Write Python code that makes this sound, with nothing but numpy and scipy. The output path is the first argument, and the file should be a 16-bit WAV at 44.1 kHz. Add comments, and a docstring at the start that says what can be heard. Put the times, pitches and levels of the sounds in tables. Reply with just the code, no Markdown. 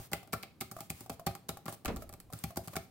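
"""Quick typing on a laptop that stands on a desk, heard close up in stereo in a small room.
Each stroke rattles the keycap, then snaps it down: the plastic cracks, the case rings, the desk thuds.
Keys spring back with lighter taps, finger pads land with a round "tok" and brush over the caps.
One dull bump leaves a low rumble. Short room echoes and still air lie behind."""
import sys
import numpy as np
from scipy import signal
from scipy.fft import rfft, irfft
from scipy.io import wavfile

SR = 44100
rng = np.random.default_rng(int(sys.argv[2]) if len(sys.argv) > 2 else 0)


def master(y):
    """Save y as 16-bit WAV."""
    cut = np.clip(np.atleast_2d(y).T, -1, 1)
    pcm = np.round(cut * 32767)  # scale
    wavfile.write(sys.argv[1], SR, pcm.astype(np.int16))


N = 127890
T = np.arange(int(.2 * SR)) / SR  # time axis of one event, s


def keys():
    """Full strokes, plus light taps from first touches, rebounds and key returns."""
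    # Each row: start in s, rattle lead in s, thud, case, knock, clack and tick levels in dB,
    # left over right in dB, cap note in Hz.
    strokes = [(-0.02, 0.004, -33, -39, -40, -41, -31, 0.5, 2330),
               (0.1327, 0.0032, -40, -38, -38.5, -36.5, -36, -1, 2027),
               (0.3314, 0.0068, -38.5, -39, -39, -41, -39.5, 1, 2380),
               (0.61, 0.0048, -45, -45.5, -48.0, -43, -39.5, 0, 2154),
               (0.9022, 0.0043, -40, -47, -49.5, -42.5, -39, 0, 2500),
               (1.1001, 0.0042, -40.5, -45.5, -55.5, -49, -48.5, 0.2, 2620),
               (1.267, 0.0036, -33.5, -33, -36.5, -42.5, -37, 0.5, 4260),
               (1.491, 0.0053, -40, -40, -42, -42, -39, 0, 3760),
               (1.8575, 0.0072, -47.5, -45, -38.5, -40.5, -41, -0.5, 2590),
               (2.4393, 0.0025, -34, -44.5, -45.5, -43, -40, 1, 2400),
               (2.571, 0.0041, -36.5, -37.5, -44.5, -53.5, -42.5, -0.5, 4770),
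               (2.7656, 0.0093, -38, -39, -40, -40.5, -39.5, 0, 2260)]
    # Each row: start in s, thud, case, knock, clack and tick levels in dB.
    taps = [(0.1165, -48.5, -51, -53, -64, -51.5), (0.1215, -46, -46, -52, -59, -55),
            (0.275, -84, -60, -62.5, -68, -63), (0.3364, -48, -42.5, -34, -45.5, -39.5),
            (0.4279, -54, -66, -61, -57, -50.5), (0.4323, -56, -50, -50.5, -45, -52),
            (0.6151, -51.5, -75, -59, -48, -55), (0.6182, -45, -49.5, -48, -64, -45),
            (0.7134, -48.5, -70, -51, -59, -47.5), (0.7176, -59, -51.5, -74, -63, -49.5),
            (0.788, -58, -82, -53, -72, -57.5), (0.8057, -50, -48, -88, -51.5, -45),
            (1.0074, -49, -54.5, -57.5, -61, -50), (1.0962, -43.5, -41, -45.5, -56.5, -46.5),
            (1.2721, -40.5, -46.5, -47, -42, -45), (1.3517, -54, -54.5, -49.5, -55, -48.5),
            (1.503, -56, -66, -67, -75, -54), (1.6565, -48, -50.5, -59, -67, -50.5),
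            (1.6616, -43.5, -73, -47.5, -53.5, -54), (1.681, -44, -41.5, -40, -49.5, -51),
            (1.7247, -56, -50, -67, -68, -57), (1.8483, -53, -40, -65, -52, -48),
            (1.962, -45.5, -50, -49.5, -65, -49), (1.9689, -78, -74, -58, -55, -52.5),
            (2.0925, -70, -53.5, -56.5, -62.5, -52.5), (2.1267, -56, -58, -58.5, -62, -54.5),
            (2.138, -55, -55.5, -86, -59, -53), (2.2014, -67, -67, -62, -61.5, -52),
            (2.3265, -55, -50.5, -52.5, -67, -51), (2.334, -41.5, -65, -53, -53.5, -46),
            (2.5597, -50.5, -60, -55, -60, -53.5), (2.5737, -49, -46.5, -70, -51, -41.5),
            (2.6746, -44.5, -49.5, -74, -61, -48), (2.681, -55.5, -60, -51, -53, -49.5),
            (2.736, -56, -69, -53, -57, -54.5)]
    out = np.zeros((2, N))
    for start_s, lead_s, *levels_db, pan_db, cap_hz in strokes:
        pan = amp(np.array([[pan_db], [-pan_db]]) / 2)
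        cap = amp(-10) * note(cap_hz, t60_s=.026)
        add(out, pan * rattle(lead_s, levels_db), start_s - lead_s)
        add(out, pan * snap(levels_db, cap), start_s)
        add(out, pan * bottom_out(*levels_db[:2]), start_s)
    for start_s, *levels_db in taps:
        add(out, snap(levels_db), start_s)
    return out


def snap(levels_db, cap=0):
    """Plastic cracks and buzzes briefly; the case rings, with the cap's own note if given."""
    # Each row: frequency in Hz, gain in dB.
    crack_shape = [(60, -9), (200, 3), (300, -9.5), (900, -9), (2200, -0.5), (3000, -1), (4500, -1),
                   (6000, -7.5), (9000, -2), (10500, -7.5), (12500, -2), (16000, -6.5)]
    snap_s, buzz_s = .0005, .0071
    envelope = np.exp(-T / snap_s) + amp(-8.5) * np.exp(-T / buzz_s)
    crack = colour(noise() * envelope, crack_shape)
    mid_only = np.array([[1], [0]])
    return weight_bands(crack + amp(-19) * case_ring() + cap * mid_only, levels_db)


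def rattle(length_s, levels_db):
    """The loose cap chatters under the finger, louder as it goes down."""
    rise_db, stop_s = 9, .0014
    chatter = noise() * amp(3.5 * rng.standard_normal(len(T)))
    rise = amp(rise_db * np.minimum(T / length_s - 1, 0))
    stop = np.exp(-np.maximum(T - length_s, 0) / stop_s)
    bass_cut_db = np.linspace(14, 0, len(levels_db))
    return weight_bands(chatter * rise * stop, np.array(levels_db) - 6.5 - bass_cut_db)


def bottom_out(thud_db, case_db):
    """A key hits bottom: the desk swings a few times and the case gives a hollow note."""
    desk_hz, thump_s = 93.8, .032
    swell = np.sin(np.pi * np.minimum(T / thump_s, 1)) ** 2
    thump = amp(thud_db - 1.5) * swell * np.sin(2 * np.pi * desk_hz * T)
    return thump + amp(case_db - 2) * note(hz=788.5, t60_s=.082)


def case_ring():
    """Mid and side ringing of the case on the desk, a little different under every key."""
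    # Each row: frequency in Hz, level in dB, T60 in s.
    modes = [(118, -3, 0.067), (177.3, 9.5, 0.039), (249, -12.5, 0.13), (367.8, -2.5, 0.067),
             (424, -5.5, 0.049), (590, -4.5, 0.07), (666.3, -5, 0.074), (788, -1.5, 0.12),
             (1155, 2.5, 0.039), (1241, 0, 0.046), (1369, -2, 0.06), (2165, -5.5, 0.06),
             (2353, -7.5, 0.072), (2566, -11, 0.076)]
    scatter_db, detune_ratio = 4, .0094
    ring = np.zeros((2, len(T)))
    for k, (hz, db, t60_s) in enumerate(modes):
        size, detune = rng.standard_normal((2, 2, 1))
        mid_sign, side_sign = rng.choice([-1, 1], 2)
        sign = np.array([[1 if k < 3 else mid_sign], [side_sign]])  # lowest modes keep their mid polarity
        ring += sign * amp(db + scatter_db * size) * note(hz * (1 + detune_ratio * detune), t60_s)
    return ring


def finger_pads():
    """Soft landings: two quickly damped notes of the case, a trace of its longer ringing and a faint tick."""
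    # Each row: start in s, level in dB, low note in Hz, high note in Hz, tick level in dB.
    landings = [(0.23, -48, 753, 1190, -49), (0.766, -37, 674, 1180, -44), (1.061, -46, 765, 1150, -46),
                (1.196, -39.5, 680, 1050, -43.5), (1.311, -45, 690, 1250, -50),
                (1.571, -42.5, 794, 1134, -42.5), (2.022, -40, 624, 1305, -41.5),
                (2.302, -48.5, 740, 1030, -54), (2.506, -43.5, 680, 1100, -45),
                (2.733, -45.5, 590, 1070, -48), (2.756, -34, 758, 1460, -34.5)]
    tick_hz_db = [(300, 3), (1400, 9), (3000, .5), (15000, 5.5)]
    tick_s = .0067
    out = np.zeros((2, N))
    for start_s, db, low_hz, high_hz, tick_db in landings:
        tok = note(low_hz, t60_s=.042) + amp(-5.5) * note(high_hz, t60_s=.036)
        tick = colour(noise() * np.exp(-T / tick_s), tick_hz_db)
        ring = amp(-23.5) * spread(case_ring(), width=.86)
        add(out, amp(db) * (tok + ring) + amp(tick_db - 8) * tick, start_s)
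    return out


def brushing():
    """Skin slides over matt plastic with a grainy hiss, catches on cap edges and slips with a thin rasp."""
    # Each row: start in s, length in s, level in dB.
    slides = [(-.04, 0.12, -52), (0.731, 0.15, -57.5), (0.942, 0.12, -55.5), (1.112, 0.039, -54.5),
              (1.672, 0.043, -48.5), (1.712, 0.042, -49), (1.999, 0.046, -57.5), (2.316, 0.13, -55.5),
              (2.469, 0.049, -58.5), (2.634, 0.037, -54.5), (2.701, 0.056, -56.5), (2.811, 0.05, -64)]
    # Each row: start in s, level in dB.
    catches = [(1.6885, -43), (1.6945, -40), (1.7258, -37), (1.746, -47), (2.389, -41)]
    # Each row of both: frequency in Hz, gain in dB.
    hiss_shape = [(200, -3), (1000, 4.5), (2500, 0), (6000, 0), (8700, 1.5), (12500, 1.5), (16000, 3)]
    rasp_shape = [(300, -20), (7000, -9), (8700, 9), (10500, -6)]
    slip_s = .0034
    out = np.zeros((2, N))
    for start_s, length_s, db in slides:
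        grains = noise() * amp(2 * rng.standard_normal(len(T)))
        hiss = spread(unit(colour(grains, hiss_shape)), width=.99)
        arch = np.maximum(np.sin(np.pi * np.minimum(T / length_s, 1)), 0)
        add(out, amp(db) * np.sqrt(arch) * hiss, start_s)
    for start_s, db in catches:
        slip = noise() * np.exp(-T / slip_s)
        add(out, amp(db) * colour(slip, rasp_shape), start_s)
    return out


def bump():
    """A dull bump that darkens as it dies, with a low rumble."""
    # Each row: band centre in Hz, level in dB, T60 in s.
    bump_bands = [(59.6, -6, 0.39), (130, 12.5, 0.21), (236, 17, 0.38), (353, 11, 0.29), (493, 10.5, 0.36),
                  (670, 5.5, 0.36), (1270, -1, 0.22), (3140, -8.5, 0.15), (7150, -20, 0.055),
                  (15000, -31, .06)]
    # Each row: frequency in Hz, gain in dB.
    rumble_shape = [(20, -3), (70, 3), (140, -12.5), (350, -13), (800, -39), (3000, -43.5)]
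    # Each row: time in s, level in dB.
    rumble_level = [(1.859, -44.5), (1.951, -46), (2.05, -53.5), (2.2, -67), (2.33, -61), (2.42, -84)]
    times_s, db = np.array(rumble_level).T
    envelope = np.interp(np.arange(N) / SR, times_s, amp(db), left=0, right=0)
    out = spread(unit(colour(noise(N), rumble_shape)) * envelope, width=.3)
    add(out, amp(.5) * tail(bump_bands), start_s=1.8795)
    return out


def room_echo(x):
    """A short echo that builds up over the first milliseconds."""
    # Each row: band centre in Hz, level in dB, T60 in s.
    echo_bands = [(51.3, 6.5, 0.07), (107, -10.5, .28), (218, -8.5, 0.28), (600, -8.5, 0.37),
                  (1460, -9.5, 0.28), (3330, -8, 0.38), (7650, -11.5, 0.32), (14000, -11.5, 0.32)]
    gap_s, build_s = .004, .0076
    echo = tail(echo_bands)
    build = np.clip((np.arange(echo.shape[1]) / SR - gap_s) / build_s, 0, 1)
    return signal.fftconvolve(x, echo * build, axes=1)[:, :N]


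def wall_echo(x):
    """The bass and a band near 700 Hz come back once from the wall."""
    # Each row: frequency in Hz, gain in dB.
    wall_shape = [(30, -32), (60, -0.5), (90, 5.5), (140, -4), (250, -28.5), (700, 1), (2000, -65),
                  (8000, -63)]
    out = np.zeros((2, N))
    add(out, amp(-4.5) * colour(x, wall_shape), start_s=.0165)
    return out


def room_air():
    """Still air: faint, steady, low noise."""
    # Each row: frequency in Hz, gain in dB.
    air_shape = [(25, -24.5), (100, 11.5), (300, 1), (700, -9.5), (2000, -19.5), (6000, -28), (16000, -29)]
    return amp(-61.5) * spread(unit(colour(noise(N), air_shape)), width=.35)


def weight_bands(mid_side, levels_db):
    """Set the thud, case, knock, clack and tick bands of a blow; higher bands are wider."""
    # Edges of the five bands in Hz.
    edges_hz = [65, 300, 950, 1700, 5000, 17000]
    # Side-to-mid gain of each band.
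    widths = [.08, .22, .42, .8, 1]
    blow_samples = int(.012 * SR)
    out = 0
    for band_hz, db, width in zip(zip(edges_hz, edges_hz[1:]), levels_db, widths):
        band = signal.sosfilt(signal.butter(3, band_hz, "band", fs=SR, output="sos"), mid_side)
        onset_energy = np.sum(band[:, :2 * blow_samples] ** 2, axis=1, keepdims=True)
        out = out + amp(db) * spread(band / np.sqrt(onset_energy / blow_samples), width)
    return out


def tail(bands):
    """Diffuse ringing with a level and decay per band; narrow in the bass, wide in the treble."""
    t = np.arange(SR // 2) / SR
    log_hz = np.log(np.fft.rfftfreq(len(t), 1 / SR) + 1)
    log_centres = np.log([row[0] for row in bands])
    spectrum = rfft(noise(len(t)))
    out = 0
    for share, (hz, db, t60_s) in zip(np.eye(len(bands)), bands):
        envelope = np.exp(-np.log(1000) * t / t60_s)
        envelope /= np.sqrt(np.sum(envelope ** 2))
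        band = irfft(spectrum * np.interp(log_hz, log_centres, share), len(t))
        out = out + amp(db) * spread(band, width=np.sqrt(hz / 3500)) * envelope
    return out


def colour(x, shape):
    """Minimum-phase filter through (Hz, dB) points."""
    hz, db = np.array(shape, float).T
    n = 2 * x.shape[-1]
    log_hz = np.log(np.fft.rfftfreq(n, 1 / SR) + 1)
    cepstrum = irfft(np.log(amp(np.interp(log_hz, np.log(hz), db))))
    cepstrum[1:n // 2] *= 2
    cepstrum[n // 2 + 1:] = 0
    return irfft(rfft(x, n) * np.exp(rfft(cepstrum)))[..., :n // 2]


def note(hz, t60_s):
    """A fading sine."""
    return np.exp(-np.log(1000) * T / t60_s) * np.sin(2 * np.pi * hz * T)


def noise(samples=len(T)):
    """Two channels of white noise."""
    return rng.standard_normal((2, samples))


def amp(db):
    """Decibels to gain."""
    return 10 ** (np.asarray(db) / 20)


def unit(x):
    """Scale to rms 1."""
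    return x / np.sqrt(np.mean(x ** 2))


def spread(mid_side, width):
    """Mid and side to left and right."""
    mid, side = mid_side
    w = np.clip(width, 0, 1)
    return np.array([mid + w * side, mid - w * side]) / np.sqrt(1 + w * w)


def add(out, x, start_s):
    """Mix x in at a start time, cropped to the scene."""
    i = int(start_s * SR)
    x = x[:, max(-i, 0):max(N - i, 0)]
    out[:, max(i, 0):max(i, 0) + x.shape[1]] += x


def scene():
    """Typing, its echoes, the bump and the still room."""
    typing = keys() + finger_pads() + brushing()
    air = room_air()
    return typing + room_echo(typing) + wall_echo(typing) + bump() + air


def record(dry):
    """A steep low-pass cuts the top treble."""
    top_hz = 15900
    return signal.sosfilt(signal.ellip(10, .2, 80, top_hz, fs=SR, output="sos"), dry)


dry = scene()
out = record(dry)
master(out)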